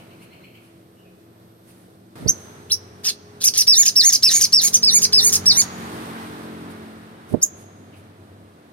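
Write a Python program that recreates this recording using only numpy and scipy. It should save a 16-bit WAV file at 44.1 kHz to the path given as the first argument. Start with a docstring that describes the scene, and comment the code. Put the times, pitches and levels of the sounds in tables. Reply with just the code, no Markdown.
"""Caged sunbird under a metal roof

A sunbird in a wire cage gives a few chirps and barks, a fast run of arched whistles, snarls and zigzags,
then a last chip: a harmonic buzz through a moving throat resonance, with echoes of filtered noise.
Shaped noise makes air puffs on the microphone, rustles and street noise; sums of sines make a passing
engine and faint hums. Another bird calls far off in noise bursts, sine slurs and whistles."""
import sys
import numpy as np
from scipy import signal
from scipy.fft import rfft, irfft, next_fast_len
from scipy.io import wavfile
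from scipy.ndimage import uniform_filter1d, minimum_filter1d, map_coordinates

SR = 44100
rng = np.random.default_rng(int(sys.argv[2]) if len(sys.argv) > 2 else 0)


def dump(signal):
    """Clip the signal to [-1, 1] and save it as 16-bit WAV at the path in sys.argv[1]."""
    limited = np.clip(np.atleast_2d(signal).T, -1, 1)
    pcm = np.round(limited * 32767).astype(np.int16)
    wavfile.write(sys.argv[1], SR, pcm)


N = 384552
T = np.arange(N) / SR  # seconds
HZ = np.maximum(np.fft.rfftfreq(N, 1 / SR), 1)


def from_db(db):
    """Decibels to gain."""
    return 10 ** (np.asarray(db) / 20)


def rms_one(x):
    """Scale to unit power."""
    return x / np.sqrt(np.mean(x ** 2) + 1e-20)


def in_time(rows, t=T):
    """The columns of a curve at times t."""
    s, *columns = np.transpose(rows)
    return [np.interp(t, np.sort(s), column) for column in columns]


def at_hz(points, hz):
    """Read a spectrum on a log-frequency axis."""
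    f, value = np.transpose(points)
    return np.interp(np.log(hz), np.log(f), value)


def coloured(x, points, unit=1):
    """Filter by a spectrum whose frequencies count in the given unit."""
    size = next_fast_len(x.shape[-1])
    hz = np.maximum(np.fft.rfftfreq(size, 1 / SR), 1)
    gain = from_db(at_hz(points, hz / unit))
    return irfft(rfft(x, size) * gain, size)[..., :x.shape[-1]]


def wander(rate, t=T):
    """Smooth chance with a spread near 1, renewed rate times a second."""
    knots = rng.standard_normal(4096)
    return np.interp((t - t[0]) * rate, np.arange(len(knots)), knots)


def swell(s, db, half, t=T):
    """A bell-shaped burst of level."""
    return from_db(db) * np.exp(-np.minimum(((t - s) / half) ** 2, 50) / 2)


def delayed(x, ms):
    """Read a signal a little later, or earlier if ms is negative."""
    return map_coordinates(x, [np.arange(N) - ms * SR / 1000], order=3, mode="nearest")


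def panned(pair, points):
    """Share each frequency between the sides by its left-right dB."""
    ratio = from_db(at_hz(points, HZ))
    sides = np.array([ratio, np.ones_like(ratio)]) * np.sqrt(2 / (1 + ratio ** 2))
    return irfft(rfft(pair) * sides, N)


def echoes(x, t60, colour, gap_s):
    """Dense reflections that start after a gap and die away, different on each side."""
    t = np.arange(SR) / SR
    response = coloured(rng.standard_normal((2, len(t))), colour)
    response *= from_db(-60 * t / t60) * (t > gap_s)
    response /= np.sqrt(np.sum(response ** 2, axis=1, keepdims=True))
    return signal.fftconvolve(x[None], response, axes=1)[:, :N]


# How alike the two sides are. Each row: frequency in Hz, left-right correlation.
LIKENESS = [(50, 0.98), (300, 0.94), (700, 0.85), (1500, 0.2), (4000, 0.089), (12000, 0.036)]
STREET_LAG_MS = 0.38  # the left side hears the street later


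def far_noise(spectrum):
    """Stereo noise from the street side: alike in the bass, diffuse in the treble."""
    mid, side = rfft(rng.standard_normal((2, N))) * from_db(at_hz(spectrum, HZ))
    alike = np.clip(at_hz(LIKENESS, HZ), 0, 1)
    mid, side = mid * np.sqrt(1 + alike), side * np.sqrt(1 - alike)
    lag = np.exp(-2j * np.pi * HZ * STREET_LAG_MS / 1000)
    return rms_one(irfft([(mid + side) * lag, mid - side], N))


SLUR_HZ, SLUR_RISE_HZ_PER_S, SLUR_HALF_S = 4200, 11000, 0.013


def far_slur(s, db, blur_hz=70, root_db=1):
    """A short upward slur of the far bird, with the octave below it."""
    from_middle = np.clip(T - s, -3 * SLUR_HALF_S, 3 * SLUR_HALF_S)
    hz = SLUR_HZ + SLUR_RISE_HZ_PER_S * from_middle + blur_hz * wander(400)
    root_phase = np.pi * np.cumsum(hz) / SR
    return swell(s, db, SLUR_HALF_S) * (from_db(root_db) * np.sin(root_phase) + np.sin(2 * root_phase))


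# The far bird's harsh calls. Each row: start in seconds, level in dB.
FAR_CALLS = [(-.012, -49.5), (.103, -52), (.208, -51), (.318, -48), (.433, -47), (.540, -48),
             (7.925, -53.5)]
# Its upward slurs, around the onsets of harsh calls. Each row: middle in seconds, level in dB.
FAR_SLURS = [(.105, -65), (.21, -61), (.322, -58), (0.435, -60)]
# Its whistles. Each row: middle in seconds, level in dB, half length in seconds, pitch in Hz.
FAR_WHISTLES = [(1.003, -60.5, 0.022, 2900), (1.073, -59, .018, 2500)]
# Tone of the harsh calls. Each row: frequency in Hz, relative level in dB.
FAR_COLOUR = [(1700, -23), (2250, 10), (3100, 6), (3700, -17), (4300, -3.5), (5200, -20)]
# Tone of the far bird's echo and the sunbird's early echo. Each row: frequency in Hz, relative level in dB.
ROOM_COLOUR = [(1000, -2.5), (4000, 2), (6800, -4), (8500, 10), (12000, -1.5), (16000, 1.5)]
FAR_T60_S = 0.95


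def far_bird(attack_s=0.013, release_s=0.036, echo_db=-7, grain_db=2, blur_hz=130, whistle_echo_db=1):
    """Grainy noise calls with a slow echo tail, and blurred sine slurs and whistles with echoes."""
    calls = 0
    for s, db in FAR_CALLS:
        age = np.maximum(T - s, 0)
        body = np.exp(-age / release_s) * from_db(grain_db * wander(200))
        tail = from_db(echo_db - 60 * age / FAR_T60_S)
        call = from_db(db) * np.minimum(age / attack_s, 1) * np.hypot(body, tail)
        calls = np.hypot(calls, call)
    tones = sum(far_slur(*row) for row in FAR_SLURS)
    for s, db, half, hz in FAR_WHISTLES:
        phase = 2 * np.pi * np.cumsum(hz + blur_hz * wander(660)) / SR
        tones = tones + swell(s, db, half) * np.sin(phase)
    echo = from_db(whistle_echo_db) * echoes(tones, FAR_T60_S, ROOM_COLOUR, gap_s=.02)
    return far_noise(FAR_COLOUR) * calls + tones + echo


# Passing engine. 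Each row: time in seconds, firings per second.
FIRING = [(0, 46), (4.6, 45.8), (5.1, 46.2), (5.55, 46.7), (5.85, 45.1), (6.3, 44.3), (7.3, 43.6),
          (8.72, 42.3)]
# Its loudness. Each row: time in seconds, level in dB.
ENGINE = [(0, -58), (2.1, -58), (2.3, -53.5), (4.0, -52), (4.8, -39.5), (5.4, -36.5), (5.8, -37.5),
          (6.2, -35.5), (6.7, -37.5), (7.2, -49.5), (8.72, -54.5)]
# Its balance coming and going. Each row: order as a multiple of the firing rate, relative level in dB.
ORDERS_AHEAD = [(1, -21), (2, -5), (3, -4.5), (4, 1.5), (5, 1), (6, -20), (7, -11.5), (8, -11.5), (9, -3),
                (10, -5.5)]
ORDERS_BEHIND = [(1, -26), (2, -15), (3, -14.5), (4, -3), (5, 1), (6, -4), (7, -2), (8, -7), (9, -9.5),
                 (10, -8)]
# The balance turns from coming to going: start in seconds, end in seconds.
TURN_S = (5.5, 5.9)


def engine(waver_db=2.5, unsteady=0.0048):
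    """Exhaust orders sink in pitch and change their balance as the engine goes by."""
    (firing,), (level_db,) = in_time(FIRING), in_time(ENGINE)
    phase = 2 * np.pi * np.cumsum(firing * (1 + unsteady * wander(12))) / SR
    past, out = np.interp(T, TURN_S, (0, 1)), 0
    for k, (ahead, behind) in enumerate(zip(ORDERS_AHEAD, ORDERS_BEHIND), 1):
        order_db = ahead[1] + past * (behind[1] - ahead[1]) + waver_db * wander(6)
        out = out + from_db(order_db) * np.sin(k * phase + 2 * np.pi * rng.random())
    out = rms_one(out) * from_db(level_db)
    return np.array([delayed(out, STREET_LAG_MS), out])


# Faint hums and a thin whine. Each row: start in seconds, end in seconds, pitch in Hz, level in dB,
# spread of the pitch in Hz.
HUMS = [(0, 2.2, 183, -59.5, 3.7), (0, 2.2, 332.8, -60, 3), (0, 3.8, 114, -59, 4),
        (2.2, 3.3, 355.5, -58, 1.5), (2.4, 4.2, 414.5, -55, .8), (2.2, 8.5, 94, -56, 8),
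        (5.3, 5.75, 91, -47, 3), (7.5, 8.5, 99.5, -52, 1.16), (0, 2.15, 12950, -74, 60)]


def hums(fade_s=0.086, waver_db=2.5):
    """Narrow tones that waver in pitch and level, and come and go."""
    out = 0
    for start, end, hz, db, width in HUMS:
        gate = np.clip(np.minimum(T - start, end - T) / fade_s + .5, 0, 1)
        level = from_db(db + waver_db * wander(7)) * np.sqrt(2)
        phase = 2 * np.pi * np.cumsum(hz + width * wander(4 * width)) / SR
        out = out + gate * level * np.sin(phase)
    return out


# the traffic is nearest at this moment, and this long on its way in and out
NEAREST_S, APPROACH_S, RECEDE_S = 5.917, 0.84, 0.73
# the background jumps up at one moment and settles again; it also starts a little raised
SURGE_S, SURGE_SETTLE_S, OPENING_SETTLE_S = 2.155, 0.61, 0.38


def street_level(before_db, after_db, nearest_db, loss_db, surge_db, opening_db):
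    """Gain of one street layer: a steady bed, the passing traffic and two swells that settle."""
    distance = np.hypot(1, (T - NEAREST_S) / np.where(T < NEAREST_S, APPROACH_S, RECEDE_S))
    passing = from_db(nearest_db - loss_db * np.log10(distance))
    bed = from_db(np.where(T < SURGE_S, before_db, after_db))
    surge = from_db(surge_db) * (T > SURGE_S) * np.exp(-np.abs(T - SURGE_S) / SURGE_SETTLE_S)
    opening = from_db(opening_db) * np.exp(-T / OPENING_SETTLE_S)
    return np.sqrt(bed ** 2 + passing ** 2 + surge ** 2 + opening ** 2)


# Rumble, road noise and hiss, in that order. Each row: steady level in dB before the surge, steady level
# in dB after it, level in dB at the nearest, loss in dB per tenfold distance, surge in dB, opening in dB.
STREET = [(-53.5, -51, -40, 26.5, -43, -47.5), (-62.5, -58, -37.5, 41.5, -46, -53),
          (-65, -66, -47.5, 49.5, -52, -60)]
# Tones of the three layers. 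Each row: frequency in Hz, relative level in dB.
RUMBLE = [(20, -32), (50, -25.5), (90, 0), (170, -0.5), (330, -1.5), (480, -5), (700, -6.5), (1100, -35),
          (12000, -36.5), (16000, -51.5)]
ROAD = [(400, -34.5), (750, -1), (1100, -1), (1700, -5), (2600, -12.5), (4000, -16.5), (6000, -30),
        (16000, -51)]
HISS = [(1800, -18), (3500, 2), (5500, -2), (7400, -6.5), (9100, 3.5), (10500, -10.5), (12000, 1),
        (14000, -15.5), (16000, -17.5)]
# Diffuse treble wash of the song's echo swells during the run: middle in seconds, level in dB, half length
# in seconds.
ECHO_WASH = (4.3, -48.5, .45)
# Ticks and rustles of feet and feathers. Each row: middle in seconds, level in dB, half length in seconds.
RUSTLES = [(0.232, -53, 0.019), (0.657, -58.5, 0.034), (1.698, -55.5, 0.021), (1.782, -58.5, 0.079),
           (2.21, -60.5, 0.031), (2.42, -56, 0.056), (3.037, -41, 0.0018), (6.716, -48.5, 0.011),
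           (7.305, -49, 0.014), (7.329, -46.5, 0.0034), (7.344, -48, 0.0017), (7.606, -52, 0.03),
           (7.985, -57.5, 0.023)]
# Tone of the rustles. Each row: frequency in Hz, relative level in dB.
RUSTLE_COLOUR = [(800, 0.5), (2500, -6), (5000, -9), (7500, -10.5), (9200, -2), (12000, -6), (16000, -23.5)]
# Stereo balance of all these layers. Each row: frequency in Hz, left-right balance in dB.
STREET_PAN = [(100, 1), (2400, -1), (4400, -1.5), (8500, -12.5), (12000, 5.5), (15000, 1)]


def surroundings(waver_db=1):
    """Filtered noise for the street, the diffuse treble wash of the song's echo and rustles in the cage."""
    out = swell(*ECHO_WASH) * far_noise(HISS)  # the wash shares the tone of the street's treble
    for row, colour in zip(STREET, (RUMBLE, ROAD, HISS)):
        level = street_level(*row) * from_db(waver_db * wander(14))
        out += level * far_noise(colour)
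    out += far_noise(RUSTLE_COLOUR) * sum(swell(*row) for row in RUSTLES)
    return panned(out, STREET_PAN)


# Puffs of air on the microphone. Each row: middle in seconds, level in dB on the right, half length in
# seconds, left-right balance in dB, pitch as a multiple of the usual colour.
PUFFS = [(2.24, -33, 0.026, -2, .8), (2.265, -15, 0.0041, -32, 1.1), (2.287, -25.5, 0.028, -17, .85),
         (7.345, -5.5, 0.0053, -38, 1.15), (7.349, -23.5, 0.022, -12, 1), (7.401, -34, 0.0028, -10, 1.1)]
# Tone of a puff. Each row: frequency in Hz, relative level in dB.
PUFF_COLOUR = [(25, -24), (70, -0.5), (160, 4.5), (330, 1.5), (560, -7.5), (800, -23), (1300, -38.5),
               (3000, -57), (9000, -97)]


def puffs():
    """Short gusts of low noise: air buffets mostly the right microphone port."""
    out = np.zeros((2, N))
    for s, db, half, pan, pitch in PUFFS:
        at = np.arange(8192) + int(s * SR) - 4096
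        shape = swell(s, db, half)[at]
        eddies = coloured(shape * rng.standard_normal((2, len(at))), PUFF_COLOUR, pitch)
        # the filter must not change the level
        eddies *= np.linalg.norm(shape) / np.linalg.norm(eddies, axis=1, keepdims=True)
        out[:, at] += eddies * from_db([[pan], [0]])
    return out


# Skirt of the throat resonance. Each row: frequency as a multiple of its tuning, gain in dB.
THROAT = [(0.202, -28.5), (.35, -20), (.5, -24), (.68, -11), (.85, -5.5), (1, 4.5), (1.2, -3.5), (1.5, -16),
          (2, -16.5), (2.999, -21.5)]
# Colour of the open beak. Each row: frequency in Hz, gain in dB.
BEAK = [(1000, 5.5), (3000, 5.5), (4200, -3), (6800, 2), (7700, -9), (9000, 1.5), (10200, 1.5),
        (11700, 6.5), (13300, 5), (16000, 0)]
# Moments when the fundamental breaks through. Each row: middle in seconds, boost in dB before its flicker,
# half length in seconds.
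DEEP_MOMENTS = [(4.268, 8.995, 0.006)]
# harsh notes pulse near this rate, this deeply at full rasp
RATTLE_HZ, RATTLE_DEPTH = 175, .55
# a falling note turns purer: its high overtones lose up to this much, in full at this speed of fall
FALL_LOSS_DB, FALL_OCTAVES_PER_S = 11, 9


def note(rows, odd_db, jitter_rate=2200, bright_db=8, tuning_db=-1, waver_db=4, waver_rate=90,
         clean_root_db=-12, odd_lift_db=11, clean_top_db=-12, weak_db=-3, patchy_db=5, hoarse_db=-3,
         fade_s=0.00033, flutter_db=2.5, flutter_rate=140, wobble=0.014):
    """The syrinx gives a harmonic buzz, unsteady when forced; the throat picks the harmonic near its tuning."""
    times = np.array(rows)[:, 0]
    at = np.arange(int(times.min() * SR), int(times.max() * SR))
    t = at / SR
    pitch, tuning, _, rasp, treble_db = in_time(rows, t)
    rasp = np.clip(rasp, 0, 1)
    fall_speed = uniform_filter1d(-np.gradient(np.log2(pitch)) * SR, size=180)
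    falling = np.clip(fall_speed / FALL_OCTAVES_PER_S, 0, 1)
    pitch = pitch * (1 + wobble * rasp * wander(flutter_rate, t))
    jitter = .06 * (.03 + rasp ** 2) * wander(jitter_rate, t)
    phase = 2 * np.pi * np.cumsum(pitch * (1 + jitter)) / SR

    # the fundamental leaks out unevenly, more in harsh notes
    root = (from_db(clean_root_db) + rasp) * from_db(weak_db + patchy_db * wander(waver_rate, t))
    root = root + sum(swell(*row, t) for row in DEEP_MOMENTS)
    root = root * (.7 + .45 * wander(700, t))
    # as the throat nears the third harmonic, the second turns weak and patchy
    on_third = np.clip(tuning / pitch - 2, 0, 1)
    second = from_db(on_third * (weak_db + patchy_db * wander(waver_rate, t)))
    # the kind of note sets its odd harmonics, except on the third, where clean notes lift the odd overtones
    kept = from_db(odd_db * (1 - on_third))
    lift = from_db(odd_lift_db * np.maximum(1 - 2 * rasp, 0) * on_third)
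    odd = lift * kept * from_db(-FALL_LOSS_DB / 2 * falling * (1 - on_third))
    # the purest notes lose their high overtones, which also come and go
    top = from_db(clean_top_db * np.maximum(1 - rasp / .25, 0) - FALL_LOSS_DB * falling)
    buzz = kept * root * np.sin(phase) + second * np.sin(2 * phase) + odd * np.sin(3 * phase)
    for k in range(4, 10):
        overtone = top * odd ** (k % 2) * np.sin(k * phase) * (k * pitch < SR / 2)
        buzz += overtone * from_db(waver_db * wander(waver_rate, t))

    source = buzz * (1 + .5 * rasp * wander(jitter_rate, t))
    # turbulence grows with rasp and drowns the buzz in the harshest moments
    turbulence = np.resize(rng.standard_normal(16384), len(t))
    source = source * (1 - .7 * rasp ** 4) + 1.7 * rasp ** 2.1 * turbulence
    # the moving throat: a blend of neighbouring fixed tunings
    tunings = np.geomspace(3400, 7600, 12)
    voice = 0
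    for hz, share in zip(tunings, np.eye(len(tunings))):
        voice = voice + np.interp(tuning, tunings, share) * coloured(source, THROAT, hz)
    # forced notes are brighter, and a wide gape lets the raw buzz past the resonance
    treble = signal.sosfiltfilt(signal.butter(3, 8000, "high", fs=SR, output="sos"), voice)
    raw = signal.sosfiltfilt(signal.butter(2, [3600, 7000], "band", fs=SR, output="sos"), source)
    voice = voice + treble * (from_db(tuning_db + treble_db + bright_db * rasp) - 1)
    voice = coloured(voice + from_db(hoarse_db) * rasp ** 3 * raw, BEAK)
    # even out the level, so that the note's own curve sets it
    voice /= np.sqrt(uniform_filter1d(voice ** 2, size=150) + 1e-9)

    # harsh notes rattle, and raspy ones flutter in level
    rattle_phase = 2 * np.pi * np.cumsum(RATTLE_HZ * (1 + .1 * wander(waver_rate, t))) / SR
    voice *= 1 + RATTLE_DEPTH * rasp * np.sin(rattle_phase)
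    voice *= from_db(flutter_db * rasp * wander(flutter_rate, t))
    voice *= np.minimum((t[-1] - t) / fade_s, 1)
    return at, voice * np.interp(t, np.sort(times), from_db(np.array(rows)[:, 3]))


def shaped(shape, row):
    """Stretch a shape to one note: rows of (s, pitch Hz, throat tuning Hz, level dB, rasp, treble dB)."""
    start, before, after, hz, opening_db, closing_db, added_rasp, treble_db = row
    stage, share, harmonic, db, rasp = np.transpose(shape)
    times = start + before * np.minimum(stage, 1) + after * np.maximum(stage - 1, 0)
    level = db + opening_db + (closing_db - opening_db) * stage / 2
    treble = np.full(len(stage), treble_db)
    return np.transpose([times, hz * share, hz * share * harmonic, level, rasp + added_rasp, treble])


# Every shape below. Each row: stage from 0 (start) through 1 (the turn) to 2 (end), pitch as a share of the
# note's, harmonic that the throat is tuned to, level in dB relative to the note's, rasp before the note's own.
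# Every list of notes below. Each row: start in seconds, time to the turn in seconds, time after it in seconds,
# pitch in Hz, opening level in dB, closing level in dB (both added to the shape's), rasp added to the
# shape's, treble lift in dB beside that of rasp.
# chirp: a soft little arch, a dip at the turn, then two clean leaps, the second held; it opens the song
CHIRP = [(0, .62, 2, -34, .6), (.45, .8, 2, -15, .4), (1, .67, 2, -11, .2), (1.15, .97, 2, -2, .08),
         (1.25, .95, 2, 1, .08), (1.37, .86, 2, -1, .22), (1.5, 1, 2, 4.5, .04), (1.7, .96, 2, 0, .05),
         (1.92, 1.03, 2, -7, .14), (2, 1.02, 2, -13, .14)]
CHIRPS = [(2.2731, .006, .031, 3152, -20.5, -9, 0.034, 5.4)]
# rising call: climbs in three steps out of a rasp; one follows the chirp
RISE = [(0, .4, 2.6, -24, .9), (.25, .55, 2.2, -17, .8), (.55, .6, 2, -14, .7), (.7, .71, 2, -7, .48),
        (1, .67, 2, -6, .48), (1.17, .95, 2, 2, .4), (1.35, .86, 2, 2, .5), (1.55, 1.02, 2, -3, .3),
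        (1.85, .92, 2, -3, .35), (2, .9, 2, -12, .45)]
RISES = [(2.698, .017, 0.03, 2975, -16.5, -12, 0.028, 1)]
# bark: one short, hoarse arch, alone or as the hoarse start of a sweep or arch
BARK = [(0, .72, 2.1, -21, 1), (.35, .88, 1.9, -6, .95), (.88, .95, 1.9, -2, .9), (1, 1, 2, 0, .68),
        (1.28, .9, 2, 0, .72), (1.48, .76, 2.1, -1, .82), (1.82, .72, 2.1, -4, .85),
        (2, .62, 2.4, -15, .95)]
BARKS = [(3.039, 0.03, 0.04, 2942, -18.5, -17.5, .03, -4), (3.404, 0.018, .024, 2440, -26, -27.5, 0.36, 1),
         (3.537, 0.0072, 0.049, 2864, -16.5, -29, 0.42, -4.5),
         (4.728, 0.015, .006, 3400, -19.5, -13, 0.29, 2)]
# sweep: a long rise from the third harmonic to the second, then two quick arches; two open the run
SWEEP = [(0, .56, 2.9, -17, .9), (.15, .6, 2.7, -13, .8), (.28, .65, 2.6, -2, .45),
         (.55, .73, 2.4, -1, .22), (.78, .84, 2.1, -2, .22), (.97, 1.02, 2, 1, .25), (1.04, .8, 2, -6, .75),
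         (1.24, .98, 2, -1, .4), (1.43, .75, 2.1, -5, .7), (1.53, 1.01, 2, 2, .35), (1.76, .84, 2, -1, .45),
         (2, .62, 2.3, -16, .8)]
SWEEPS = [(3.434, .0275, 0.029, 3197, -10, -10, 0.033, 2.3), (3.571, 0.019, 0.037, 3066, -9, -13, .03, 3.6)]
# whistle: leaps up, holds, and slides down after the turn
WHISTLE = [(0, .7, 2.6, -24, 0.7), (.14, .82, 2.1, -10, 0.7), (.24, 0.98, 2, 1.5, 0),
           (.6, 1, 2, -1.5, 0.27), (1, .94, 2, -1.5, .06), (1.55, .81, 2, 0.5, 0.2),
           (2, .67, 2.3, -10, 0.06)]
WHISTLES = [(3.668, .052, 0.028, 2765, -8.5, -10, 0.034, 0.5),
            (3.955, 0.038, 0.027, 2772, -10, -9, 0.05, 5), (4.225, 0.046, 0.029, 2739, -9, -13, 0.17, 0.5),
            (4.523, 0.049, 0.033, 2790, -6.5, -15, -0.064, 1),
            (4.825, .043, 0.038, 2741, -12.5, -10, 0.023, -5),
            (5.124, 0.051, 0.03, 2684, -10.5, -10, 0.12, -4.5),
            (5.457, 0.038, 0.027, 2807, -10, -8, 0.023, -2.5)]
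# snarl: a lower, raspy arch near the third harmonic, highest at the turn; each whistle runs on into one
SNARL = [(0, .77, 2.9, -8, 0.64), (.35, .82, 2.9, -4.5, .6), (.65, .94, 3, 1, 0.54),
         (1, 0.98, 2.6, 3, 0.42), (1.5, .95, 2.95, -1.5, .45), (2, .69, 3.5, -18.5, 0.97)]
SNARLS = [(3.757, 0.048, 0.032, 2344, -9.5, -9.5, -0.14, -3.5),
          (4.028, 0.046, 0.036, 2298, -10, -10, -0.065, -4.5),
          (4.303, 0.062, 0.047, 2356, -11.5, -20.5, 0.23, -3),
          (4.616, 0.035, 0.035, 2326, -16.5, -9, 0.24, 3),
          (4.913, .057, .026, 2362, -11.5, -12, -0.16, -3.5),
          (5.217, 0.055, 0.034, 2341, -13.5, -13, -0.027, 1),
          (5.543, 0.058, 0.024, 2342, -17, -7, 0.033, -3.5)]
# zigzag: flicks up twice, breaks at the turn to a low arch, breaks up again and dives; links the whistles
ZIGZAG = [(0, .62, 2.6, -20, .95), (.35, .74, 2.3, -7, .75), (.74, .96, 2, -3, .55), (.8, .85, 2, -4, .7),
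          (.98, 1.05, 2, 3, .3), (1.02, .68, 2.2, -9, .7), (1.15, .8, 2, -2, .35), (1.26, .76, 2, -3, .35),
          (1.38, .6, 2.3, -7, .55), (1.41, 1, 2, -9, .6), (1.45, .98, 2, 4, .25), (1.72, .78, 2, -1, .35),
          (2, .6, 2.3, -14, .6)]
ZIGZAGS = [(3.85, .015, 0.033, 3380, -10.5, -12, 0.14, 2.5),
           (4.121, .015, .031, 3240, -7.5, -13.5, 0.073, 2),
           (4.405, .019, 0.034, 3280, -9, -11, 0.082, 3.5), (5.013, .019, 0.025, 3250, -13, -10, .08, 1),
           (5.321, .020, 0.03, 3394, -6.5, -16.5, 0.36, 7)]
# arch: a short rise and fall, nearly clean in the middle; one takes the place of a zigzag
ARCH = [(0, .78, 2, -18, 0.83), (.35, 1, 2, 5, 0.16), (1, 0.87, 2, 4.5, 0.27), (1.45, 0.95, 2, -5.5, 0.47),
        (1.75, .74, 2, -7.5, .45), (2, 0.58, 2.2, -13.5, 1)]
ARCHES = [(4.740, .014, .021, 3370, -7.5, -11, 0.023, 0.0038)]
# chip: starts much like the chirp, but makes one high leap that drops away; it closes the song
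CHIP = [(0, .57, 2, -30, .7), (.5, .83, 2, -13, .35), (.75, .79, 2, -9, .3), (1, .66, 2, -8, .45),
        (1.3, 1.03, 2, 2, .08), (1.44, .97, 2, 3, .08), (1.53, .87, 2, -4, .05), (1.8, .9, 2, -5, .05),
        (2, .93, 2, -11, .1)]
CHIPS = [(7.414, .0125, .016, 3600, -19.5, -4, 0.00098, 12.6)]
# Balance of the odd harmonics. Each entry: kind of note, level in dB while the throat is on the second.
ODD_DB = {"whistle": -3, "sweep": 0, "zigzag": -1, "arch": -2, "chirp": -24, "bark": 3}


def song():
    """All notes, each with the level of its odd harmonics; whistles slur into snarls."""
    notes = []
    for whistle, snarl in zip(WHISTLES, SNARLS):
        slurred = np.vstack([shaped(WHISTLE, whistle), shaped(SNARL, snarl)])
        notes.append((slurred, ODD_DB["whistle"]))
    kinds = ((CHIRP, CHIRPS, "chirp"), (RISE, RISES, "chirp"), (BARK, BARKS, "bark"), (SWEEP, SWEEPS, "sweep"),
             (ZIGZAG, ZIGZAGS, "zigzag"), (ARCH, ARCHES, "arch"), (CHIP, CHIPS, "chirp"))
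    for shape, rows, kind in kinds:
        notes += [(shaped(shape, row), ODD_DB[kind]) for row in rows]
    return notes


# The beak's beam colours the direct sound and starves it of top treble. Each row: frequency in Hz, gain in dB.
BEAM = [(7000, -0.5), (8500, 6), (12000, -3.5), (16000, -9.5)]
# Near surfaces of the cage and roof. Each row: delay in milliseconds, level in dB.
REFLECTIONS = [(4.3, -39), (9.1, -15.5), (14.7, -22)]
# The head turns. Each row: time in seconds, milliseconds by which the left side hears the bird later.
HEAD = [(2.3, -0.04), (2.72, -0.078), (3.8, -0.065), (4.25, -0.04), (4.55, -0.043), (4.868, -0.091),
        (5.15, -0.082), (5.6, -0.079), (7.43, -0.057)]
# Tone of the late echo. Each row: frequency in Hz, relative level in dB.
TAIL_COLOUR = [(1000, 17.5), (4000, 6.5), (5500, 2), (6500, 8), (7200, -4.5), (8500, -8.5), (12000, -39.5),
               (16000, -27)]
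# Stereo balance of the bird. Each row: frequency in Hz, left-right balance in dB.
BIRD_PAN = [(4000, 0), (8000, -3), (10000, -6.5), (12000, 24.5), (16000, -2)]
EARLY_DB, EARLY_T60_S, LATE_DB, LATE_T60_S = -4.5, 0.12, -24.5, 0.96


def sunbird():
    """The song reaches the microphones directly, off the near surfaces and through the shed."""
    dry = np.zeros(N)
    for rows, odd_db in song():
        at, voice = note(rows, odd_db)
        dry[at] += voice
    near = coloured(dry, BEAM)
    for ms, db in REFLECTIONS:
        near = near + from_db(db) * np.interp(T - ms / 1000, T, dry)
    direct = np.array([delayed(near, in_time(HEAD)[0]), near])
    early = from_db(EARLY_DB) * echoes(dry, EARLY_T60_S, ROOM_COLOUR, gap_s=0.00033)
    late = from_db(LATE_DB) * echoes(dry, LATE_T60_S, TAIL_COLOUR, gap_s=0.0087)
    return panned(direct + early + late, BIRD_PAN)


def scene():
    """Everything together."""
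    return far_bird() + engine() + hums() + surroundings() + puffs() + sunbird()


CUTOFF_HZ = 16200


def record(dry, ceiling_db=-2.5):
    """A fast limiter holds the loudest peaks down, and a steep low-pass cuts the top."""
    gain = np.minimum(1, from_db(ceiling_db) / (np.abs(dry).max(axis=0) + 1e-9))
    gain = uniform_filter1d(minimum_filter1d(gain, size=45), size=45)
    low_pass = signal.ellip(10, .1, 80, CUTOFF_HZ, fs=SR, output="sos")
    return signal.sosfilt(low_pass, dry * gain)


dry = scene()
out = record(dry)
dump(out)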